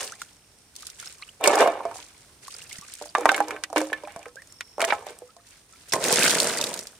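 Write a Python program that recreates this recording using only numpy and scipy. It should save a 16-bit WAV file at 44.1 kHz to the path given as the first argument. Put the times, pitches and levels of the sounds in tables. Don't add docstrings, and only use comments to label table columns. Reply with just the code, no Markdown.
import sys
import numpy as np
from scipy import signal
from scipy.fft import rfft, irfft, next_fast_len
from scipy.io import wavfile
from scipy.ndimage import uniform_filter1d

SR = 44100
rng = np.random.default_rng(int(sys.argv[2]) if len(sys.argv) > 2 else 0)


def store_wav(level_fs):
    pcm = np.round(np.clip(np.atleast_2d(level_fs), -1, 1) * 32767)
    wavfile.write(sys.argv[1], SR, pcm.T.astype(np.int16))


N = 308259


def gain_of(db):
    return 10 ** (np.asarray(db) / 20)


def evened(x):
    return x / np.sqrt(np.mean(x ** 2) + 1e-20)


def read(points, hz):
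    point_hz, value = np.transpose(points)
    return np.interp(np.log(hz + 1), np.log(point_hz + 1), value)


def coloured(x, points):
    length = x.shape[-1]
    size = next_fast_len(length)
    gain = gain_of(read(points, np.fft.rfftfreq(size, 1 / SR)))
    return irfft(rfft(x, size) * gain, size)[..., :length]


def band(x, hz, spread):
    edges_hz = np.clip([hz / spread, hz * spread], 30, .45 * SR)
    return signal.sosfilt(signal.butter(2, edges_hz, "band", fs=SR, output="sos"), x)


def decay(t, t60_s):
    return gain_of(-60 * t / t60_s)


def peaked(x):
    return x / abs(x).max()


def curve(tables, column):
    t, level_db = np.arange(N) / SR, np.full(N, -150.)
    for rows in map(np.array, tables):
        inside = (t >= rows[0, 0]) & (t <= rows[-1, 0])
        level_db[inside] = np.interp(t[inside], rows[:, 0], rows[:, column])
    return level_db


def swells(rows, column, rise_s, db_per_s):
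    t, power = np.arange(N) / SR, np.zeros(N)
    for row in rows:
        full_s, hold_s = row[:2]
        rise = np.clip((t - full_s) / rise_s + 1, 0, 1)
        level_db = row[column] - db_per_s * np.maximum(t - full_s - hold_s, 0)
        power += (rise ** 2 * gain_of(level_db)) ** 2
    return np.sqrt(power)


def paired(two, likeness):
    size = next_fast_len(N)
    common, apart = rfft(two, size)
    same = np.clip(read(likeness, np.fft.rfftfreq(size, 1 / SR)), 0, 1)
    mid, side = np.sqrt((1 + same) / 2) * common, np.sqrt((1 - same) / 2) * apart
    return irfft(np.array([mid + side, mid - side]), size)[:, :N]


def add(mix, start_s, sound, left_minus_right_db):
    part = mix[:, round(start_s * SR):][:, :sound.shape[-1]]
    panned = sound * gain_of([[left_minus_right_db / 2], [-left_minus_right_db / 2]])
    part += panned[:, :part.shape[1]]


def grainy(per_s, spread_db, t60_s, steady):
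    sizes = gain_of(spread_db * np.minimum(rng.exponential(1, N), 4))
    arrivals = sizes * (rng.random(N) < per_s / SR)
    loudness = signal.lfilter([1], [1, -1000 ** (-1 / (t60_s * SR))], arrivals)
    return (steady + evened(loudness)) * rng.standard_normal((2, N))


def rung(blows, modes, linger):
    out = 0
    for hz, db, t60_s in modes:
        radius, turn = 1000 ** (-1 / (linger * t60_s * SR)), 2 * np.pi * hz / SR
        poles = [1, -2 * radius * np.cos(turn), radius * radius]
        out = out + gain_of(db) * np.sin(turn) * signal.lfilter([1], poles, blows)
    return evened(out)


def bubbles(per_s, low_hz, high_hz, turns, count):
    out = np.zeros((2, N))
    for hz in np.geomspace(low_hz, high_hz, count):
        cycles = np.arange(int(3 * turns * SR / hz)) * hz / SR
        grain = np.sin(2 * np.pi * cycles * (1 + 0.1 * cycles / turns))
        grain = grain * np.exp(-1.5 * cycles / turns) * (1 - np.exp(-cycles))
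        sizes = gain_of(1.5 * np.minimum(rng.exponential(1, N), 4))
        arrivals = sizes * (rng.random(N) < per_s / count / SR)
        out += signal.oaconvolve(arrivals, grain)[:N] * rng.uniform(0.11, 1, (2, 1))
    return evened(out)


DROPLET_BANDS = (1700, 3500, 7200, 14000)
# freq_hz, gain_db
SPLASH_COLOUR = [(710, -38.5), (1200, -8), (1700, -5), (2600, -4.5), (9010, -2), (12100, -18),
                 (14400, -13.5), (16000, -27.5)]


def spatter(per_s, spread_db, t60_s, steady):
    bands = sum(band(grainy(per_s, spread_db, t60_s, steady), hz, 1.55) for hz in DROPLET_BANDS)
    return evened(coloured(bands, SPLASH_COLOUR))


# freq_hz, likeness_0_to_1
YARD_LIKENESS = [(60, 1), (300, 0.86), (700, 0.84), (1500, 0.48), (3000, 0.15)]
# freq_hz, gain_db
YARD_COLOUR = [(24, -41), (40, -6), (96, -3), (147, -7), (680, -14.5), (1480, -16.5), (2840, -18.5),
               (4800, -18), (5440, -15.5), (6300, -18), (7400, -19.5), (9000, -13.5), (11500, -27),
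               (14500, -26), (16000, -39)]
# full_s, hold_s, level_db
INSECT_SONGS = [(.32, 0.36, -70), (2.62, .2, -67), (4.5, 0.31, -57.5)]


def yard():
    hiss = evened(coloured(paired(rng.standard_normal((2, N)), YARD_LIKENESS), YARD_COLOUR))
    waver_db = 1.2 * evened(uniform_filter1d(rng.standard_normal(N), size=6000))
    air = gain_of(-57) * hiss * gain_of(waver_db)
    drips = spatter(40, 3.5, .02, .1) + .5 * bubbles(25, 900, 5000, 6, count=10)
    trill = 0.45 + np.sin(np.pi * 47.4 * np.arange(N) / SR) ** 2
    song = evened(trill * band(rng.standard_normal((2, N)), 5460, 1.025))
    return air + gain_of(-66.5) * drips + swells(INSECT_SONGS, 2, 0.029, 250) * song


# start_s, level_db, pitch_hz
GROUND_BUMPS = [(2.788, -35.5, 183), (3.255, -45, 45), (4.162, -38, 177)]


def bumps():
    out = np.zeros((2, N))
    for start_s, level_db, hz in GROUND_BUMPS:
        cycles = np.arange(int(4 * SR / hz)) * hz / SR
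        push = np.sin(2 * np.pi * cycles) * np.exp(-1.3 * cycles)
        add(out, start_s, gain_of(level_db) * push, -2.5)
    return out


# start_s, level_db, first_pitch_hz, last_pitch_hz, length_s
TRAPPED_BUBBLES = [ (5.728, -53, 1310, 1400, 0.051), (6.211, -20.5, 1560, 1680, 0.026),
                   (0.121, -36.5, 1300, 2280, 0.029), (1.074, -26, 5200, 5600, 0.0037),
                   (1.196, -51, 1060, 1120, 0.026), (1.223, -31.5, 1950, 3900, 0.021),
                   (1.221, -43.5, 1166, 1270, 0.021), (1.224, -34, 4120, 4300, 0.0049),
                   (1.289, -36.5, 2800, 3500, 0.01), (2.542, -33.5, 4850, 5400, 0.01),
                   (2.713, -37, 2080, 2480, 0.018), (2.818, -43, 1127, 1340, 0.047),
                   (3.091, -35, 4750, 5000, 0.0097), (4.367, -38, 1550, 2230, 0.055),
                   (5.29, -49.5, 1250, 1470, 0.033)]


def gurgles():
    out = np.zeros((2, N))
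    for start_s, level_db, first_hz, last_hz, length_s in TRAPPED_BUBBLES:
        u = np.linspace(0, 1, int(length_s * SR))
        wobble = 1 + 3.5 * uniform_filter1d(rng.standard_normal(3000), size=90)[:len(u)]
        cycles = np.cumsum(first_hz + (last_hz - first_hz) * u ** 1.5) / SR
        envelope = np.sqrt(12 * u) * np.exp(-3.2 * u) * (1 - u ** 4)
        add(out, start_s, gain_of(level_db) * wobble * np.sin(2 * np.pi * cycles) * envelope, -3.)
    return out


# start_s, burst_level_db, pitch_hz, tick_re_burst_db
BURSTING_DROPS = [(0.0945, -36, 2870, -11), (0.121, -28, 6000, -5), (0.2173, -22, 1350, 0.5),
                  (0.754, -37, 4300, 3), (0.763, -32.5, 6200, 6), (0.823, -38, 3980, 8.5),
                  (0.83, -36.5, 1200, -5), (0.868, -39.5, 5070, 20), (0.888, -40.5, 1420, -13),
                  (0.9007, -41.5, 5500, 14.5), (0.997, -36, 3400, -9), (1.0278, -35.5, 1370, -14),
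                  (1.059, -36, 5900, 8), (1.125, -36, 7740, -4), (2.45, -37, 4470, -4),
                  (2.481, -30.5, 1082, 3), (2.548, -40, 1350, -13), (2.618, -34.5, 2750, -1),
                  (2.663, -42, 2500, -15), (2.7281, -31.5, 2900, 8), (2.785, -36.5, 1890, -2),
                  (2.812, -33, 5560, -3), (2.938, -26.5, 8400, -3), (2.986, -37, 7000, -9),
                  (3.023, -36, 900, 10.5), (4.051, -34, 2360, -18), (4.229, -37.5, 2400, 1),
                  (4.4198, -36.5, 1790, 2.5), (4.473, -39, 6840, -7), (4.524, -34.5, 7370, -8),
                  (5.188, -31.5, 8100, -12), (5.926, -12, 5260, -10), (5.9359, -13.5, 1970, 5.5),
                  (6.04, -20.5, 3700, 10), (6.084, -15, 6500, -6), (6.25, -19, 2070, -15),
                  (6.432, -17.5, 4470, -3), (6.478, -29, 1500, -20), (6.573, -24.5, 1850, 10),
                  (6.587, -18, 4640, -4), (6.626, -21.5, 2520, -6), (6.775, -27, 6650, 3),
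                  (6.126, -10, 7260, 4.5), (6.139, -15, 6030, 6), (6.173, -12, 3500, -18),
                  (6.2243, -9, 2510, -10), (6.263, -13, 2260, -4), (6.306, -24, 2350, 16),
                  (6.401, -9.5, 4220, 2), (6.4962, -17.5, 4070, -17), (6.613, -15.5, 3570, 6.5),
                  (6.64, -17, 3720, 8), (6.668, -30.5, 4850, 13), (6.74, -23, 7600, 6),
                  (6.791, -24.5, 5560, 5.5), (6.8704, -30, 4970, 7.5)]
DROP_T60_AT_1K_S, DROP_T60_SLOPE = 0.024, -0.41


def drops():
    t, out = np.arange(4000) / SR, np.zeros((2, N))
    for start_s, burst_db, hz, tick_db in BURSTING_DROPS:
        t60_s = DROP_T60_AT_1K_S * (hz / 1000) ** DROP_T60_SLOPE
        fade = decay(t, t60_s)
        noise = rng.standard_normal((3, len(t)))
        puff = band((noise[0] + 0.5 * noise[1:]) * fade, hz, 1.62)
        plop = np.sin(2 * np.pi * hz * t * (1 + .06 * t / t60_s)) * fade * (1 - np.exp(-t * hz)) ** 2
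        burst = peaked(peaked(plop) + .9 * peaked(puff))
        tick = band(noise[1:] * (decay(t, 0.015) + 0.29 * decay(t, 0.081)), 5900, 1.66)
        add(out, start_s, gain_of(burst_db) * (burst + gain_of(tick_db) * peaked(tick)), -2.)
    return out


# full_s, hold_s, level_db
HAND_SWISHES = [(.2, 0.025, -49.5), (.79, 0.095, -49), (.99, 0.084, -43.5), (1.18, 0.11, -54.5),
                (1.95, 0.041, -44), (2.05, 0.18, -56.5), (2.44, 0.18, -46.5), (2.7, 0.064, -44.5),
                (2.85, 0.21, -48), (5.47, 0.054, -53.5), (5.7, 0.32, -56), (5.89, 0.058, -47)]
SWISH_RISE_S, SWISH_DB_PER_S = 0.033, 115.5


def trickle():
    fine = spatter(130, 3.6, 0.018, 0.4)
    small = bubbles(200, 1300, 6000, 4, count=12)
    large = bubbles(120, 380, 990, 2, count=8)
    level = swells(HAND_SWISHES, 2, SWISH_RISE_S, SWISH_DB_PER_S)
    return level * (fine + 0.27 * small + 0.1 * large)


# time_s, thump_level_db, splash_level_db
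POUR_LEVELS = [
    [(5.922, -39, -25), (5.945, -28, -32), (6.0, -31.5, -43), (6.035, -30, -25), (6.14, -27.5, -24),
     (6.25, -26.5, -17), (6.38, -29, -25.5), (6.5, -32.5, -28), (6.74, -37, -39), (6.82, -47, -44),
     (6.99, -67.5, -59.5)],
]
# freq_hz, gain_db
THUMP_COLOUR = [(41, -44), (70, -25.5), (162, -6), (374, -6.5), (482, -8.5), (802, -5.5), (945, -4.5),
                (1850, -17), (2500, -23), (3250, -77)]
# pitch_hz, gain_db, t60_s
FLOODED_MODES = [(490, 7.5, 0.06), (570, -0.5, 0.073), (660, 16, 0.015), (1000, 0, 0.047)]
# freq_hz, likeness_0_to_1
NEAR_LIKENESS = [(200, 0.94), (600, 0.97), (1200, 0.69), (2500, 0.51), (6000, 0.031)]


def pour():
    blows = grainy(250, 2.5, .025, .9)
    ringing = band(rung(blows, FLOODED_MODES, 1), 750, 2.5)
    thumps = evened(evened(coloured(blows, THUMP_COLOUR)) + .7 * ringing)
    crackle = spatter(220, 4.2, .01, .55)
    splash = evened(crackle + 0.32 * bubbles(300, 1180, 6200, 4.3, count=14))
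    levelled = gain_of(curve(POUR_LEVELS, 1)) * thumps + gain_of(curve(POUR_LEVELS, 2)) * splash
    return paired(levelled, NEAR_LIKENESS)


# full_s, hold_s, rumble_level_db, rattle_level_db, spray_level_db
HANDFULS = [(0, 0.0091, -39.5, -50, -30.5), (1.415, 0.009, -36.5, -82, -60.5),
            (1.447, 0.084, -18, -31.5, -32), (1.59, 0.033, -17, -30, -35), (1.72, 0.19, -44, -73, -59.5),
            (3.17, 0.046, -33.5, -53, -45.5), (3.28, 0.11, -32.5, -44.5, -44), (3.48, 0.037, -35, -61, -51),
            (3.77, 0.0088, -32, -30, -36.5), (3.9, 0.32, -54.5, -52.5, -69),
            (4.81, 0.02, -34.5, -37, -45.5), (4.88, 0.029, -32, -34.5, -40.5),
            (5.07, 0.02, -45, -45.5, -48)]
HEAP_RISE_S, RUMBLE_DB_PER_S, RATTLE_DB_PER_S, SPRAY_DB_PER_S = 0.023, 131.5, 300.5, 142
# freq_hz, gain_db
JOSTLE_COLOUR = [(120, -58.5), (200, -51), (424, -11.5), (603, -5.5), (650, -8), (923, -6.5), (4000, -51),
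                 (8800, -120)]
# pitch_hz, gain_db, nominal_t60_s
TRAY_MODES = [(309.2, 0, .35), (437.3, -0.5, 0.082), (487, -0.5, 0.1), (536, -6, 0.13), (600, -2, .11),
              (683.7, -2.5, .1), (755.6, -1, .06), (803.8, -0.5, 0.057), (942, -3, 0.052),
              (1060, -5.5, 0.11), (1178.6, -6, 0.054), (1300, -6.5, 0.056), (1450, -13, .05),
              (1560, -4, 0.04), (1736, -4.5, .055), (1937, -8.5, 0.027), (2170, -5, 0.045),
              (2335, -2, 0.035), (2590, -13.5, .05), (2850, -8, 0.031), (3174, -13.5, 0.019),
              (3600, -12.5, 0.061)]


def heaps():
    upper_modes = TRAY_MODES[1:]
    metal = rung(grainy(100, 1.9, 0.087, 0.33), upper_modes, 1.7)
    jostle = grainy(300, 2.8, .012, .25)
    rumble = evened(1.2 * metal + evened(coloured(jostle, JOSTLE_COLOUR)))
    ringing = evened(band(rung(jostle, upper_modes, .8), 2400, 1.6))
    rattle = evened(ringing + .8 * evened(band(jostle, 2400, 1.6)))
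    spray = evened(spatter(170, 4.2, .012, .4) + .35 * bubbles(500, 1500, 6500, 4, count=10))
    rumble = rumble * swells(HANDFULS, 2, HEAP_RISE_S, RUMBLE_DB_PER_S)
    rattle = rattle * swells(HANDFULS, 3, HEAP_RISE_S, RATTLE_DB_PER_S)
    spray = spray * swells(HANDFULS, 4, HEAP_RISE_S, SPRAY_DB_PER_S)
    return paired(rumble + rattle + spray, NEAR_LIKENESS)


# start_s, knock_level_db, centre_hz, lowest_mode_re_knock_db, slap_re_knock_db
LANDINGS = [(0.001, -32.5, 785, -37, -20), (0.044, -43, 770, -19, -20), (1.41, -20.5, 670, -21, -14),
            (1.44, -8, 2850, -31, -1.5), (1.459, -9, 2130, -41.5, -10), (1.475, -2.5, 600, -52, 3),
            (1.543, -27, 600, -35, -9), (1.555, -7.5, 724, -20, -6), (1.571, -11.5, 795, -29, -24),
            (1.606, -5, 650, -47, -7), (1.625, -5.5, 615, -37, -15), (1.661, -6.5, 666, -27.5, -35),
            (1.675, -6, 706, -45, -16.5), (1.806, -21.5, 910, -27, -38), (1.853, -13.5, 650, -32, -20.5),
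            (1.913, -26, 895, -24, -11), (1.957, -30.5, 750, -32, 0), (1.99, -36, 950, -19, -3),
            (3.014, -24, 568.5, -22.5, -18), (3.058, -34, 654, -30, 0), (3.151, -3.5, 1150, -52, -19.5),
            (3.183, -14.5, 476, -32, -8.5), (3.209, -22.5, 800, -10.5, -3), (3.232, -27, 1720, -8, -25),
            (3.256, 2, 871, -27, -14.5), (3.289, -11.5, 842, -45.5, -15), (3.292, 0.5, 1560, -43, -18),
            (3.317, -8.5, 820, -41, -7.5), (3.345, -10, 2100, -36, -12), (3.364, -28, 1560, -40, 13),
            (3.379, -14, 1520, -16.5, -14), (3.404, -5.5, 865, -23.5, -16), (3.483, -27.5, 885, -28, 4),
            (3.508, -15.5, 1498, -24.5, -10), (3.564, -23.5, 1520, -28, -15),
            (3.637, -17.5, 2042, -37, 1.5), (3.701, -31, 720, -13, -1), (3.729, -19.5, 700, -38, -8.5),
            (3.761, -7.5, 568, -8.5, -11), (3.78, -16, 547, -22, 3.5), (3.815, -14, 550, -26, -4.5),
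            (3.921, -21.5, 535, -35.5, -32), (3.93, -12.5, 1832, -28, -14.5), (4.036, -26, 625, -23, -12.5),
            (4.074, -27, 868, -37, -9), (4.121, -48, 1000, -33, 11), (4.162, -24.5, 665, -32, -6.5),
            (4.192, -34, 622, -40, 3), (4.257, -28, 1570, -36, -14), (4.264, -31.5, 490, -37.5, -28),
            (4.283, -36.5, 1370, -34, -2), (4.357, -40, 520, -44, 8), (4.608, -19, 2030, -51, -5.5),
            (4.782, -17.5, 600, -32, -16), (4.796, -16, 710, -29, -14), (4.805, -11.5, 1496, -43, -4.5),
            (4.817, -10, 2420, -33, -2.5), (4.825, -10.5, 690, -31, -10), (4.842, -10, 1840, -41, -18),
            (4.849, -19, 710, -37, 7.5), (4.888, -18, 606, -52, -8), (4.905, -10, 2254, -42, -25),
            (4.924, -6, 1310, -49, -30), (4.925, -7.5, 870, -56, -27), (5.067, -25.5, 570, -45, -5),
            (5.105, -32, 487, -33, -2.5), (5.22, -31.5, 510.6, -40, -24), (5.366, -39.5, 680, -39, 1.5),
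            (5.935, -13.5, 1000, -25.5, 1), (5.962, -14.5, 536, -35, -23), (6.108, -12, 490, -40, -30),
            (6.444, -19.5, 634, -31, 8.5)]
DAMPING_AT_1K, DAMPING_SLOPE = 0.69, 0.052


def knocks():
    out, long_t, t = np.zeros((2, N)), np.arange(14000) / SR, np.arange(4400) / SR
    hz, db, t60_s = np.transpose(TRAY_MODES)[:, :, None]
    for start_s, level_db, centre_hz, low_db, slap_db in LANDINGS:
        damping = DAMPING_AT_1K * (centre_hz / 1000) ** DAMPING_SLOPE
        spot = rng.standard_normal((3, len(TRAY_MODES)))
        loaded_hz = hz[1:] * (1 + 0.012 * spot[2, 1:, None])
        octaves = np.log2(hz[:, 0] / centre_hz)
        db_per_octave2 = np.where(octaves < 0, 14, 3.5 - .25 * level_db)
        reach = gain_of(-db_per_octave2 * octaves ** 2)
        sides = 1 + .9 * spot[0] + np.outer([1, -1], spot[1] * hz[:, 0] / 1800)
        nearest = abs(octaves) == abs(octaves).min()
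        fade = np.where(nearest, .9, 1.3)[1:, None] * damping
        rings = gain_of(db[1:] - 60 * fade * t / t60_s[1:]) * np.sin(2 * np.pi * loaded_hz * t)
        ring = (sides * reach + 3. * nearest)[:, 1:] @ rings

        noise = rng.standard_normal((3, len(t)))
        blow = (noise[0] + .6 * noise[1:]) * decay(t, .03 / damping)
        blow[:, :12] += 1.4
        spread = 2.3 + .02 * level_db
        thud = band(band(blow, centre_hz, spread), centre_hz, spread)
        knock = peaked(peaked(ring) + 0.7 * peaked(thud))

        wet = decay(t, .015) + .25 * decay(t, .045)
        slap = band(noise[1:] * wet, 7000 * 0.92 ** spot[0, 0], 1.474)
        add(out, start_s, gain_of(level_db) * (knock + gain_of(slap_db) * peaked(slap)), -2.5)

        lowest = gain_of(low_db) * decay(long_t, t60_s[0]) * np.sin(2 * np.pi * hz[0] * long_t)
        lowest = lowest * (1 - np.exp(-long_t / 0.0021))
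        add(out, start_s, gain_of(level_db) * lowest[None], -2.5)
    return out


def scene():
    beds = pour() + trickle() + yard()
    blows = knocks() + heaps() * gain_of([[-1.1], [1.1]])
    tray = signal.sosfilt(signal.butter(4, 280, "high", fs=SR, output="sos"), blows)
    ground = gain_of(-13.5) * band(blows, 210, 1.7)
    return beds * gain_of([[-.9], [.9]]) + bumps() + gurgles() + drops() + tray + ground


EDGE_HZ = 16100


def record(dry):
    lowpass = signal.firwin(511, EDGE_HZ, window=("kaiser", 9), fs=SR)
    return signal.oaconvolve(np.clip(dry, -1, 1), lowpass[None], "same")


dry = scene()
out = record(dry)
store_wav(out)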